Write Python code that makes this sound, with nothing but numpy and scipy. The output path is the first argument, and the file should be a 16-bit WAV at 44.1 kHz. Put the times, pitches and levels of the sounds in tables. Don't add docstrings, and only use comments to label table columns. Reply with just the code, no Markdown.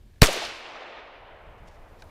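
import sys
import numpy as np
from scipy import signal
from scipy.io import wavfile

SR = 44100
rng = np.random.default_rng(int(sys.argv[2]) if len(sys.argv) > 2 else 0)


def wav_record(signal):
    frames = np.transpose(np.atleast_2d(signal))
    bounded = np.clip(frames, -1, 1)
    quanta = np.round(bounded * 32767).astype(np.int16)
    wavfile.write(sys.argv[1], SR, quanta)


def rack_gain(trim_db):
    fader = np.asarray(trim_db, float)
    return 10 ** (fader / 20)


N = 92610

# frequency in Hz, level in dB per Hz.
LEAF_COLOUR = [(150, -4), (300, 4), (1000, -10), (3200, -13), (5000, -16.5), (9000, -23.5), (14500, -24),
               (16000, -32.5)]
# frequency in Hz, level in dB per Hz.
WIND_COLOUR = [(12, 1.5), (25, 4), (45, -1.5), (80, -3.5), (150, -13), (300, -24), (600, -56)]
# time in seconds, level in dB.
GUSTS = [(0, -1.5), (.1, 2.5), (.2, -1), (.5, 10.5), (.9, -1.5), (1.3, 1), (1.45, 1), (1.65, 2), (1.85, -1),
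         (1.97, -6), (2.1, -3)]
LEAF_DB, WIND_DB = -66, -50.5

# start in seconds, peak in dB, pitch in Hz, 60 dB decay in seconds.
TICKS = [(.059, -66, 9300, .01), (.135, -66, 1700, .04), (.140, -66, 3900, .012), (.1595, -59, 1700, .03),
         (.159, -64, 4000, .01), (.178, -65, 1750, .05), (1.6915, -48, 900, .015), (2.012, -68, 9000, .01),
         (2.0213, -46, 3900, .012), (2.0215, -62, 8800, .006), (2.0215, -47, 2900, .012),
         (2.0228, -42, 1550, .022), (2.024, -59, 5800, .007), (2.024, -63, 11300, .008),
         (2.0245, -66, 14000, .008), (2.025, -46, 850, .018), (2.0405, -64, 10300, .028),
         (2.085, -56, 1200, .02), (2.095, -58, 2200, .03)]
# start in seconds, peak in dB, pitch in Hz,
# 60 dB decay in seconds.
STEEL = [(.2122, -48.5, 3640, .03), (.2152, -29.5, 6000, .01), (.2156, -26.5, 11000, .006),
         (.2166, -10, 2400, .015), (.2176, -16.5, 4300, .008), (.2183, -2.5, 1500, .004),
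         (.2189, -3.5, 4000, .006), (.2192, 11, 1800, 0.0037), (.2195, 12, 4700, .006),
         (.2200, 9.5, 4700, .004), (.2198, -8, 13400, .004), (.2190, -5.5, 8000, .008),
         (.2229, -13, 3012, 0.0066), (.2235, -25.5, 9400, 0.044), (.2245, -23.5, 4000, .04),
         (.2292, -14, 4500, 0.011), (.2335, -10.5, 2500, 0.014), (.238, -19, 4000, 0.0075)]
TICK_ROUGH, STEEL_ROUGH, TRUNK_ROUGH = .55, .4, 1.2

# start in seconds, level in dB, push length in seconds.
BLASTS = [
    (.2205, 17, .0039),
    (.2276, 2, .0008),
    (.2293, -1, .003),
]
REBOUND, REBOUND_S = .088, .016

# start in seconds, peak in dB, pitch in Hz,
# 60 dB decay in seconds.
TRUNKS = [(.2535, -24, 2500, 0.0055), (0.24, -9, 2000, 0.0088), (0.33, -20, 8000, 0.011),
          (.2755, -49, 4500, .006), (.282, -13, 558, 0.07), (.2855, -12, 540, 0.052),
          (.327, -5, 640, 0.014), (0.26, -11, 5500, 0.0092), (.3275, -23, 10000, 0.0051),
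          (.337, -26, 9000, 0.0077), (0.27, -8, 4100, 0.013), (0.36, -20.5, 450, 0.12),
          (.355, -18, 480, 0.123), (0.34, -19, 590, .04), (0.31, -17, 700, 0.036), (0.45, -20, 4500, 0.017),
          (0.42, -16.5, 694, 0.056), (.417, -36, 2500, 0.0025), (0.47, -38, 10500, .01),
          (0.8, -37, 1210, 0.013)]
# frequency in Hz, level in dB per Hz.
NEAR_COLOUR = [(30, -8), (100, -4.5), (280, 1.5), (500, -5.5), (1500, -6), (5000, -8.5), (9000, -18),
               (15500, -23)]
# frequency in Hz, 60 dB decay in seconds.
NEAR_T60 = [(60, .25), (300, .6), (1000, 0.83), (4000, 1), (8000, 0.85), (11500, 0.73), (15000, .45)]
# frequency in Hz, level in dB per Hz.
FAR_COLOUR = [(60, -36.5), (150, -23.5), (350, -7.5), (700, -4), (1500, -6), (3000, -1), (6000, -7.5),
              (12000, -26)]
# frequency in Hz, 60 dB decay in seconds.
FAR_T60 = [(100, 2.13), (600, 3.07), (2000, 2.134), (4000, 1.4), (6000, 1.023), (8500, 0.84), (12000, 0.67),
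           (15000, .25)]
SHOT_S, NEAR_DB, FAR_DB = .229, -16, -13
NEAR_PATCHY_DB, FAR_PATCHY_DB = 1.6, 0.85
NEAR_RISE_S, FAR_RISE_S = 0.0015, 0.17
FIRST_DB, FIRST_S = 4.5, 0.009
SLOPE_S, SLOPE_WIDTH_S, SLOPE_DB, SLOPE_HZ = 0.824, 0.23, 4, 820

# start in seconds, length in seconds, level in dB.
RUSTLES = [
    (1.671, .02, -62),
    (1.65, .13, -70),
    (1.985, .035, -68),
    (2.019, .012, -66),
    (1.575, .02, -72),
    (1.5, .015, -74),
]
RUSTLE_HZ = 3200

# time in seconds, gain in dB.
GAIN = [(0, 0), (.232, 0.5), (.27, -10), (0.598, -18), (1.0, -11), (1.3, -6.5), (1.6, -2), (2.1, 5)]
CLIP, HARD = .75, 5.0
BLOCK_HZ, CUTOFF_HZ = 5, 15300


def at_hz(points, hz):
    table_hz, values = np.transpose(points)
    return np.interp(np.log(hz), np.log(table_hz), values)


def in_time(rows):
    return np.interp(np.arange(N) / SR, *np.transpose(rows))


def filtered(x, order, hz, kind):
    return signal.sosfilt(signal.butter(order, hz, kind, fs=SR, output="sos"), x)


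def drift(rate_hz):
    r = np.exp(-40 * np.pi * rate_hz / SR)
    slow = signal.lfilter([1], [1, -2 * r, r * r], rng.standard_normal(N // 20 + 2002))[2000:]
    return np.interp(np.arange(N) / 20, np.arange(len(slow)), slow / slow.std())


def bands(colour, patchy_db, course_db=lambda hz: 0):
    out, power = 0, 0
    edges_hz = 12 * 2 ** np.arange(0, 10.6, 1 / 4)
    white = rng.standard_normal((2, N + 4000))
    shared = drift(20)
    for k, (low, high) in enumerate(zip(edges_hz, edges_hz[1:])):
        hz = np.sqrt(low * high)
        level_db = at_hz(colour, hz)
        band = filtered(white[k % 2], 3, [low, high], "band")[4000:]
        flicker_db = patchy_db * (.7 * shared + drift(15))
        out = out + band * rack_gain(level_db + course_db(hz) + flicker_db)
        power += rack_gain(2 * level_db) * (high - low) * 2 / SR
    return out / np.sqrt(power)


def leaves():
    return rack_gain(LEAF_DB) * bands(LEAF_COLOUR, .6)


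def wind():
    return rack_gain(WIND_DB + in_time(GUSTS)) * bands(WIND_COLOUR, 2.5)


def rings(rows, rough):
    out, t = np.zeros(N + SR), np.arange(2048) / SR
    for start_s, db, hz, t60_s in rows:
        noise = filtered(rng.standard_normal(len(t)), 2, [hz / 1.5, min(hz * 1.5, CUTOFF_HZ)], "band")
        tone = np.sin(2 * np.pi * hz * t) + rough * noise / noise.std()
        attack = np.minimum(t * hz / 2, 1)
        wave = tone * rack_gain(db - 60 * t / t60_s) * attack
        i = int(start_s * SR)
        out[i:i + len(t)] += filtered(wave, 2, hz / 3, "high")
    return out[:N]


def handling():
    return rings(TICKS, TICK_ROUGH)


def steel():
    return rings(STEEL, STEEL_ROUGH)


def blast():
    out, t = np.zeros(N), np.arange(N) / SR
    for start_s, db, push_s in BLASTS:
        u = np.maximum(t - start_s, 0)
        push = np.maximum(1 - u / push_s, 0) ** 1.5
        swing = REBOUND * np.minimum(u / push_s, 1) * np.exp(-(u / REBOUND_S) ** 3.0)
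        out -= rack_gain(db) * (t >= start_s) * (push - swing)
    return signal.lfilter([.6], [1, -.4], out)


def trunks():
    return rings(TRUNKS, TRUNK_ROUGH)


def wood():
    t = np.arange(N) / SR
    u = np.maximum(t - SHOT_S, 0)
    first_db = FIRST_DB * np.exp(-u / FIRST_S)
    swell_db = SLOPE_DB * np.exp(-((t - SLOPE_S) / SLOPE_WIDTH_S) ** 2)

    def near_course_db(hz):
        return first_db - 60 * u / at_hz(NEAR_T60, hz)

    def far_course_db(hz):
        return swell_db / (1 + (hz / SLOPE_HZ / 3) ** 2) - 60 * u / at_hz(FAR_T60, hz)

    near = rack_gain(NEAR_DB) * bands(NEAR_COLOUR, NEAR_PATCHY_DB, near_course_db)
    far = rack_gain(FAR_DB) * bands(FAR_COLOUR, FAR_PATCHY_DB, far_course_db)
    return np.clip(u / NEAR_RISE_S, 0, 1) * near + np.clip(u / FAR_RISE_S, 0, 1) * far


def rustles():
    t, envelope = np.arange(N) / SR, np.zeros(N)
    for start_s, length_s, db in RUSTLES:
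        phase = np.clip((t - start_s) / length_s, 0, 1)
        envelope += rack_gain(db) * np.sqrt(np.abs(np.sin(np.pi * phase)))
    noise = filtered(rng.standard_normal(N), 2, [RUSTLE_HZ / 2, RUSTLE_HZ * 2], "band")
    grain = rack_gain(2.5 * drift(300))
    return envelope * noise / noise.std() * grain


def scene():
    shot = blast() + steel() + trunks() + wood()
    calm = leaves() + wind()
    return (shot + handling() + rustles() + calm)[None]


def band_limit(x):
    return signal.sosfilt(signal.butter(12, 16620, fs=SR, output="sos"), x)


def record(dry):
    x = dry * rack_gain(in_time(GAIN))
    x = x / (1 + np.abs(x / CLIP) ** HARD) ** (1 / HARD)
    x = filtered(x, 1, BLOCK_HZ, "high")
    x = signal.sosfilt(signal.cheby1(8, .2, CUTOFF_HZ, fs=SR, output="sos"), x)
    return band_limit(x)


dry = scene()
out = record(dry)
wav_record(out)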